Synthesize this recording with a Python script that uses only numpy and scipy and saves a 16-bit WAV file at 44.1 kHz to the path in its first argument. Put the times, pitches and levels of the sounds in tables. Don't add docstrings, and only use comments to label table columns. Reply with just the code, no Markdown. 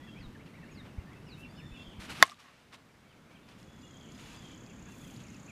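import sys
import numpy as np
from scipy import signal
from scipy.fft import rfft, irfft
from scipy.io import wavfile
from scipy.ndimage import uniform_filter1d

SR = 44100
rng = np.random.default_rng(int(sys.argv[2]) if len(sys.argv) > 2 else 0)


def bounce(signal):
    frames = np.transpose(np.atleast_2d(signal))
    limited = np.clip(frames, -1, 1)
    pcm = np.round(limited * 32767).astype(np.int16)
    wavfile.write(sys.argv[1], SR, pcm)


def boost_factor(decibels):
    exponent = np.asarray(decibels, float) / 20
    return 10 ** exponent


N = 242991

# frequency in Hz, density in dB per Hz.
HUM_SPECTRUM = [(12, -34.5), (20, -7.5), (53, -5.5), (130, 0.5), (222, -0.5), (293, -5), (367, -11),
                (802, -19.5), (897, -18.5), (1480, -20.5), (1710, -22), (2200, -23.5), (4300, -32),
                (14700, -46), (16000, -55.5)]
HUM_DB = -50.5

# start in seconds, length in seconds, start pitch in Hz, level in dB.
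RISING_NOTES = [(.149, 0.052, 2180, -62.5), (.393, 0.028, 1980, -65), (.532, 0.031, 1950, -62.5),
                (.678, 0.026, 2030, -63), (.738, 0.039, 2330, -71), (.834, .022, 2010, -66),
                (.972, 0.02, 1990, -65), (1.31, .024, 2330, -64), (1.112, .022, 1930, -64),
                (1.56, 0.14, 1600, -69), (5.236, 0.028, 2340, -68), (5.474, 0.021, 2310, -63)]
FALLING_NOTES = [(.066, .03, 1960, -65), (.172, 0.018, 2400, -66), (.204, 0.021, 2260, -64),
                 (.346, 0.026, 1950, -62), (.556, .03, 2950, -69), (.626, 0.027, 1990, -61),
                 (.7, 0.034, 2900, -68), (.804, .018, 2050, -64), (1.13, 0.02, 2300, -65),
                 (2.885, .035, 2580, -71), (3.125, 0.0286, 2600, -73), (3.153, .03, 2850, -80),
                 (4.686, 0.039, 3020, -68), (4.913, .043, 2900, -67), (5.262, 0.015, 2550, -73),
                 (5.325, 0.042, 2990, -65), (5.484, 0.03, 2760, -59)]
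HOOKED_NOTES = [(.47, 0.025, 2760, -66), (.858, .022, 3200, -70), (1.262, 0.046, 2910, -64),
                (1.422, 0.039, 3000, -61), (1.572, 0.046, 3000, -60.5), (1.735, .04, 2990, -62),
                (1.905, 0.042, 3130, -66), (3.09, .05, 3230, -69), (3.35, .03, 3260, -65)]
SWOOPING_NOTES = [
    (.163, 0.113, 5800, -59),
    (.718, 0.108, 5700, -57.5),
    (1.248, 0.113, 5880, -55),
]
CLIMBING_NOTES = [
    (1.36, 0.12, 2520, -56.5),
    (1.7, 0.139, 2500, -57),
    (3.035, 0.053, 2110, -67),
    (1.483, 0.047, 4400, -69.5),
]
ARCHED_NOTES = [
    (1.553, 0.066, 4650, -71.5),
]
# start in seconds, length in seconds, start pitch in Hz, end pitch in Hz, level in dB.
PEEPS = [(0, 0.071, 1880, 2070, -68), (.075, .028, 2730, 2700, -63), (.423, .02, 2760, 2560, -71),
         (0.568, .035, 1970, 1940, -70), (0.617, 0.032, 2610, 2720, -65), (0.709, .024, 6780, 6520, -72),
         (0.73, 0.029, 6730, 6740, -75), (0.768, .042, 2150, 2030, -64), (.99, .014, 2200, 2050, -66),
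         (0.994, 0.027, 2960, 2600, -68), (1.06, 0.053, 1715, 1960, -69), (1.13, .012, 3250, 3400, -70),
         (1.157, 0.032, 2595, 2690, -65), (1.557, 0.036, 4520, 4310, -75), (1.815, .04, 4370, 4530, -76),
         (3.296, 0.051, 2256, 2290, -70.5), (3.4, .085, 3640, 3490, -77), (3.512, .012, 3400, 3520, -67),
         (3.806, 0.044, 7170, 7190, -72.5), (3.811, .012, 4900, 4710, -70.5),
         (3.827, 0.035, 2850, 2850, -63.5), (3.858, .03, 2850, 2830, -71), (4.142, .025, 4960, 5050, -71),
         (4.368, .025, 4900, 4770, -65), (4.5, 0.077, 2370, 2340, -74), (4.866, 0.048, 2650, 2750, -71),
         (4.875, .025, 1700, 1600, -67), (5.03, 0.038, 2000, 2085, -72), (5.271, 0.04, 2090, 2150, -67.5),
         (5.362, .022, 1900, 1930, -73)]
# end pitch over start pitch, late start of glide, levelling out, swell in dB.
RISING = (1.26, 1.2, 1.05, .3)
FALLING = (.8, .95, 1.09, .3)
HOOKED = (0.715, 2.6, 1.5, 0.5)
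SWOOPING = (.635, 1.65, 2.6, 22.)
CLIMBING = (1.085, .9, 2.3, 9)
ARCHED = (1.125, .9, 5., -3.)
NOTE_EDGE = 0.49
WARBLE_DB, WARBLE_SHARE = 1.8, 0.004

# share of length, pitch ratio, level in dB, pitch blur in Hz, overtones in dB.
CRY_COURSE = [
    (0, .985, -21, 39.9, -12),
    (.12, 1.005, -10.5, 39.88, -8),
    (.35, 1.012, -10, 44.93, -10),
    (.58, .995, -2.5, 110, -13),
    (.78, .97, -1.5, 160, -11),
    (1, .9, -9, 240, -16),
]
# start in seconds, length in seconds, pitch in Hz, level in dB, hoarseness factor.
CRIES = [
    (-.36, 0.56, 3400, -63.5, 0.7),
    (1.442, 0.55, 3502, -59, 1.48),
    (3.58, 0.52, 3380, -62, 1.0),
    (4.039, 0.53, 3390, -61.5, 1.04),
    (4.42, 0.36, 3350, -68, 1.12),
    (4.78, 0.37, 3404, -63.5, 1.25),
]
# multiple of the pitch, level in dB.
CRY_OVERTONES = [(1.5, -5.5), (2, -6), (2.5, -13.5)]

CHORUS_DB, CHORUS_HZ, CHORUS_SPREAD, CHORUS_S, CHORUS_NOTES = -77, 2450, 0.16, 0.045, 44

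# time in seconds, peak in dB, length in seconds.
GUSTS = [
    (0.212, -44, 0.0049),
    (0.273, -42, 0.0094),
    (0.988, -29, 0.0034),
    (1.728, -41, 0.0059),
    (1.885, -42, 0.0047),
    (1.992, -40, 0.0035),
]

# start in seconds, length in seconds, first level in dB, last level in dB, brightness in dB per octave.
SCUFFS = [(0.465, 0.031, -59, -69, -2.5), (0.856, 0.039, -52.5, -64, -5), (1.38, 0.03, -70, -66, 10.5),
          (1.761, 0.064, -64, -62, -1), (2.732, 0.012, -52, -45.5, -1), (2.761, 0.036, -65, -58, -5),
          (3.315, .035, -54, -66, -4.5), (3.487, .09, -55.5, -67, -1.5), (3.59, 0.047, -65, -70, 4),
          (4.103, 0.08, -67, -62, 1.5), (4.191, 0.173, -56, -56.5, 1), (4.381, 0.15, -62, -62, 0.5),
          (4.866, 0.029, -63, -59, -3), (4.901, 0.27, -68, -66, 5.5), (5.167, 0.044, -71, -58, 0.5),
          (5.199, 0.31, -64.5, -68, 1.8)]
# start in seconds, length in seconds, first level in dB, last level in dB, brightness in dB per octave.
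STRIDES = [(2.005, 0.052, -50, -49.5, 0.5), (2.06, 0.041, -58, -54.5, -0.5),
           (2.087, 0.014, -52, -42.5, -1.5), (2.106, .018, -45, -44.5, .5), (2.134, 0.024, -59, -57, 0.5),
           (2.152, 0.053, -47.5, -48, .6), (2.205, 0.026, -46, -37, -2.5), (2.243, .085, -46, -55, .5),
           (2.33, 0.39, -63, -68.5, 0), (2.399, 0.041, -51, -59.5, -0.5), (2.436, 0.19, -58, -62, -3)]
# frequency in Hz, density in dB per Hz.
DIRT_SPECTRUM = [(150, -36), (250, -1), (407, -11), (971, -7), (1530, -6), (1700, -8.5), (2620, -6),
                 (11100, -25.5), (14400, -36), (16000, -43.5)]
SET_S, LIFT_S, EDGE_DB = 0.012, 0.021, -10.5

# time in seconds, peak in dB, ring in Hz.
GRIT = [(1.133, -58, 6700), (1.227, -56, 5000), (2.256, -41, 8200), (2.2664, -40, 8400),
        (2.2774, -43, 6500), (2.2972, -31.5, 3800), (2.305, -40, 5450), (2.3114, -40, 5540),
        (2.319, -47, 7500), (2.3441, -43, 3670), (2.4025, -49, 5200), (2.7275, -44, 3865),
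        (2.7725, -48, 3587), (3.489, -48, 5010), (3.601, -51, 4170), (3.6296, -47, 5270),
        (3.8144, -59, 4840), (4.0114, -51, 4830), (4.1203, -49, 5100), (4.509, -52, 3480),
        (4.561, -50, 4900), (4.6637, -47, 4940), (5.101, -47, 3050), (5.1624, -44, 4100),
        (5.166, -45, 4900), (5.2041, -46, 3470), (5.2842, -48, 5460), (5.3456, -46.5, 5320)]

# time in seconds, centre in Hz, level in dB.
SWING_COURSE = [
    (2.1, 60, -55),
    (2.17, 91, -56),
    (2.203, 170, -42),
    (2.222, 230, -46),
    (2.24, 260, -60),
]

HIT_S, HIT_DB, TICK_DB, PUFF_DB = 2.2261, 2.2, 3.5, -23
# frequency in Hz, level in dB, decay by 60 dB in seconds, start as push (1) or pull (-1).
BARREL_MODES = [(670, -10, 0.018, 1), (840, -18, 0.012, -1), (935.5, -22, 0.018, -1),
                (1075, -11.5, 0.043, -1), (1250, -14, 0.018, -1), (1520, -9, 0.0094, -1),
                (1868, 2.5, 0.0074, 1), (2130, -12.5, 0.026, -1), (3000, -19, 0.021, 1),
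                (3520, -5, .0105, -1), (4490, -18.5, 0.0064, 1), (4976, -9.5, 0.0069, -1),
                (6350, -15, 0.0075, 1), (7270, -22.5, 0.0066, 1)]
THIN_HZ = 527
# delay in seconds, level in dB.
BOUNCES = [
    (.0022, -20),
    (.0066, -25),
    (.009, -22),
]
BOUNCE_HZ = 2800
# delay in seconds, level in dB, spread in seconds.
ECHOES = [
    (.028, -35, 0.0091),
    (.05, -35.5, 0.011),
    (.095, -39, 0.0083),
    (0.173, -46.5, 0.015),
    (.25, -37.5, .05),
    (.51, -37, 0.017),
]
# frequency in Hz, level in dB.
ECHO_COLOUR = [(300, -13.5), (1000, -2), (1180, 5), (1400, -4.5), (3000, -6), (8000, -13), (16000, -22.5)]
# delay in seconds, frequency in Hz, level in dB, length in seconds.
POSTS = [
    (0.036, 1165, -43, .0045),
    (0.052, 731, -46, .003),
    (0.073, 710, -45, 0.003),
    (.065, 1201, -54, .025),
    (0.094, 1200, -44.5, 0.006),
    (.106, 1170, -49, .007),
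    (0.173, 1190, -54, .012),
    (0.266, 1156, -63, .03),
]

# time in seconds, level in dB.
INSECT_COURSE = [
    (3.58, -78),
    (3.76, -74),
    (3.88, -68.5),
    (4.25, -66.5),
    (5.51, -65.5),
]
BEAT_PER_S, MIDWAY_S, AHEAD, SLOWING = 32.3, 4.62, 0.14, 0.9

# time in seconds, level in dB.
CLOTH_COURSE = [
    (4.88, -82),
    (4.96, -70),
    (5.05, -69),
    (5.11, -70),
    (5.2, -82),
]
# frequency in Hz, level in dB.
CLOTH_COLOUR = [(5000, -25), (8000, -3), (10000, 0), (13000, -5), (15500, -6)]

# frequency in Hz, level in dB.
MIC_RESPONSE = [(10, -3), (60, 0), (14000, 0.5), (15450, 0.5), (15650, -25.5), (20000, -42)]
# frequency in Hz, share of the ducking from 0 to 1.
DUCK_SHARE = [(30, 1.02), (250, 1), (600, 0.5), (2000, .35), (6000, 0.2), (14000, 0.3)]
DUCK_DB, GRAB_S, RECOVER_S = -17.5, 0.035, 1.95


def evened(x):
    return x / np.sqrt(np.mean(x ** 2) + 1e-20)


def wander(count, size):
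    return evened(uniform_filter1d(rng.standard_normal(count), size=size))


def patches(shape, bands, frames):
    across = uniform_filter1d(rng.standard_normal(shape), size=bands, axis=0)
    return evened(uniform_filter1d(across, size=frames, axis=1))


def read(points, hz):
    f, value = np.transpose(points)
    return np.interp(np.log(hz + 1), np.log(f + 1), value)


def unroll(rows):
    s, *columns = np.transpose(rows)
    t = np.arange(s[0], s[-1], 1 / SR)
    return [t] + [np.interp(t, s, c) for c in columns]


def add(mix, s, sound):
    at = round(s * SR)
    part = mix[max(at, 0):][:len(sound) + min(at, 0)]
    part += sound[max(-at, 0):][:len(part)]


def resonate(x, hz, width):
    turn = np.exp(2j * np.pi * np.cumsum(hz * np.ones(len(x))) / SR)
    r = np.exp(-np.pi * width / SR)
    return 2 * (turn * signal.lfilter([1 - r], [1, -r], x / turn)).real


def coloured(x, points):
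    return irfft(rfft(x) * boost_factor(read(points, np.fft.rfftfreq(len(x), 1 / SR))), len(x))


def high_passed(x, hz):
    return signal.sosfilt(signal.butter(2, hz, "high", fs=SR, output="sos"), x)


def field():
    hz, _, z = signal.stft(rng.standard_normal(N), SR, nperseg=1024, noverlap=768)
    z = z * boost_factor(read(HUM_SPECTRUM, hz)[:, None] + 0.96 * patches(z.shape, 8, 10))
    return boost_factor(HUM_DB) * evened(signal.istft(z, SR, nperseg=1024, noverlap=768)[1][:N])


def trees(x, wet_db=-7.5, t60=0.24):
    t = np.arange(9000) / SR
    tail = rng.standard_normal(len(t)) * boost_factor(-60 * t / t60)
    return x + boost_factor(wet_db) * signal.oaconvolve(x, tail / np.linalg.norm(tail))[:N]


def note(s, length, start_hz, db, ratio, late, level_out, swell_db):
    u = np.linspace(0, 1, round(length * SR))
    rate, shift = rng.random((2, 2, 1))
    sway, wobble = np.sin(2 * np.pi * ((40 + 60 * rate) * u * length + shift))
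    glide = 1 - (1 - u ** late) ** level_out
    hz = start_hz * (1 + (ratio - 1) * glide + WARBLE_SHARE * wobble)
    level = boost_factor(db + 6.0 - swell_db * (1 - u) + WARBLE_DB * sway)
    return s, level * np.sin(2 * np.pi * np.cumsum(hz) / SR) * signal.windows.tukey(len(u), NOTE_EDGE)


def cry(s, length, pitch_hz, cry_db, hoarse):
    t, hz, db, blur, over_db = unroll([
        (s + u * length, pitch_hz * ratio ** hoarse, cry_db + d, hoarse * blur, over)
        for u, ratio, d, blur, over in CRY_COURSE])
    turns = 2 * np.pi * np.cumsum(hz + 0.63 * blur * wander(len(t), 200)) / SR
    flutter = boost_factor(2.4 * wander(len(t), 600))
    overtones = sum(boost_factor(d) * np.sin(k * turns) for k, d in CRY_OVERTONES)
    return t[0], boost_factor(db + 1) * (np.sin(turns) + boost_factor(over_db) * overtones) * flutter


def birds():
    near, far = np.zeros((2, N))
    for rows, shape in [(RISING_NOTES, RISING), (FALLING_NOTES, FALLING), (HOOKED_NOTES, HOOKED),
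                        (SWOOPING_NOTES, SWOOPING), (CLIMBING_NOTES, CLIMBING), (ARCHED_NOTES, ARCHED)]:
        for row in rows:
            add(near, *note(*row, *shape))
    for s, length, start_hz, end_hz, db in PEEPS:
        add(near, *note(s, length, start_hz, db, end_hz / start_hz, 1, 0.89, 0))
    for row in CRIES:
        add(far, *cry(*row))
    return trees(near) + boost_factor(-1.5) * trees(far, wet_db=2.0, t60=0.68)


def chorus():
    out = np.zeros(N)
    for when, pitch, way, size in rng.random((CHORUS_NOTES, 4)):
        ratio, *shape = RISING if way < 0.5 else FALLING
        hz = CHORUS_HZ * (1 + CHORUS_SPREAD * (2 * pitch - 1)) / np.sqrt(ratio)
        length = CHORUS_S * (0.6 + size)
        add(out, *note(when * N / SR, length, hz, CHORUS_DB + 4.0 * size, ratio, *shape))
    return trees(out, wet_db=-1.5, t60=0.49)


def gusts(mix):
    for s, db, length in GUSTS:
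        u = np.arange(-0.05 * SR, 0.05 * SR) / SR / length
        add(mix, s - 0.05, -boost_factor(db) * (1 - u ** 2) * np.exp(-u ** 2 / 2))


def scuff(s, length, first_db, last_db, brightness):
    end = s + length
    t, db, tilt = unroll([(s - SET_S, first_db + EDGE_DB, brightness), (s, first_db, brightness),
                          (end, last_db, brightness), (end + LIFT_S, last_db + EDGE_DB, brightness)])
    sand = rng.standard_normal(len(t)) * boost_factor(wander(len(t), 120))
    hz, frames, z = signal.stft(coloured(sand, DIRT_SPECTRUM), SR, nperseg=256)
    octaves = np.log2((hz[:, None] + 200) / 2500)
    z = z * boost_factor(octaves * np.interp(frames, t - t[0], tilt))
    slide = evened(signal.istft(z, SR, nperseg=256)[1][:len(t)])
    return t[0], boost_factor(db) * slide * signal.windows.tukey(len(t), 0.08)


def grit(mix):
    t = np.arange(300) / SR
    tick = boost_factor(-7.0) * np.sin(2 * np.pi * 7500 * t) * boost_factor(-60 * t / 0.0013)
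    envelope = boost_factor(-60 * t / 0.0035) * (1 - np.exp(-t / 0.0001))
    for s, db, hz in GRIT:
        add(mix, s, boost_factor(db + 3.5) * (tick + np.sin(2 * np.pi * hz * t) * envelope))


def swing():
    t, hz, db = unroll(SWING_COURSE)
    return t[0], boost_factor(db) * evened(resonate(rng.standard_normal(len(t)), hz, 37.0))


def impact(t):
    ring = sum(np.sign(way) * boost_factor(db - 60 * t / t60) * np.sin(2 * np.pi * hz * t)
               for hz, db, t60, way in BARREL_MODES)
    tick = boost_factor(TICK_DB) * np.sin(2 * np.pi * 3800 * t + 0.28) * np.exp(-t / 0.00011)
    skin = boost_factor(-7.0) * np.sin(2 * np.pi * 10500 * t) * boost_factor(-60 * t / 0.00097)
    puff = boost_factor(PUFF_DB - 60 * t / 0.029) * evened(coloured(rng.standard_normal(len(t)), DIRT_SPECTRUM))
    return high_passed(ring * (1 - np.exp(-t / 0.00012)) + tick + skin + puff, THIN_HZ)


def crack():
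    t = np.arange(round(0.7 * SR)) / SR
    direct = impact(t)
    treble = high_passed(direct, BOUNCE_HZ)
    for delay, db in BOUNCES:
        add(direct, delay, boost_factor(db) * treble)
    density = sum(boost_factor(db) * np.exp(-((t - delay) / spread) ** 2) / np.sqrt(spread * SR)
                  for delay, db, spread in ECHOES)
    scatter = rng.standard_normal(len(t)) * density
    posts = sum(boost_factor(db) * np.exp(-((t - delay) / length) ** 2) * np.sin(2 * np.pi * hz * t)
                for delay, hz, db, length in POSTS)
    echoes = coloured(signal.fftconvolve(direct, scatter)[:len(t)], ECHO_COLOUR)
    return HIT_S, boost_factor(HIT_DB) * (direct + posts + echoes)


def insect():
    t, db = unroll(INSECT_COURSE)
    beats = BEAT_PER_S * t + AHEAD - SLOWING * (t - MIDWAY_S) ** 2
    stroke = (beats + 0.5) % 1 - 0.5
    teeth = np.diff(np.floor(10 * stroke), prepend=0) > 0
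    swell = np.exp(-(stroke / 0.12) ** 2)
    clicks = teeth * (0.25 + swell) * rng.uniform(0.58, 0.99, len(t))
    rasp = 0.075 * (0.5 + swell) * rng.standard_normal(len(t))
    wing = resonate(clicks + rasp, 6750 + 210.0 * np.sin(2 * np.pi * stroke), 850.0)
    band = signal.butter(4, (5950, 7550), "band", fs=SR, output="sos")
    return t[0], boost_factor(db) * evened(signal.sosfilt(band, wing))


def cloth():
    t, db = unroll(CLOTH_COURSE)
    hiss = coloured(rng.standard_normal(len(t)), CLOTH_COLOUR)
    _, frames, z = signal.stft(hiss, SR, nperseg=256)
    catches = 2.5 * np.sin(2 * np.pi * 32 * frames)
    z = z * boost_factor(3.0 * patches(z.shape, 3, 25) + catches)
    return t[0], boost_factor(db) * evened(signal.istft(z, SR, nperseg=256)[1][:len(t)])


def scene():
    mix = field() + birds() + chorus()
    gusts(mix)
    grit(mix)
    for row in SCUFFS + STRIDES:
        add(mix, *scuff(*row))
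    for source in (swing, crack, insect, cloth):
        add(mix, *source())
    return mix[None]


def low_pass(x):
    return signal.sosfilt(signal.butter(12, 16230, fs=SR, output="sos"), x)


def record(dry):
    hz, t, z = signal.stft(np.clip(dry, -1, 1), SR, nperseg=512, noverlap=384)
    since = np.maximum(t - HIT_S - 0.01, 0)
    duck_db = DUCK_DB * (1 - np.exp(-since / GRAB_S)) * np.maximum(1 - since / RECOVER_S, 0)
    z = z * boost_factor(read(DUCK_SHARE, hz)[:, None] * duck_db + read(MIC_RESPONSE, hz)[:, None])
    return low_pass(signal.istft(z, SR, nperseg=512, noverlap=384)[1][:, :N])


dry = scene()
out = record(dry)
bounce(out)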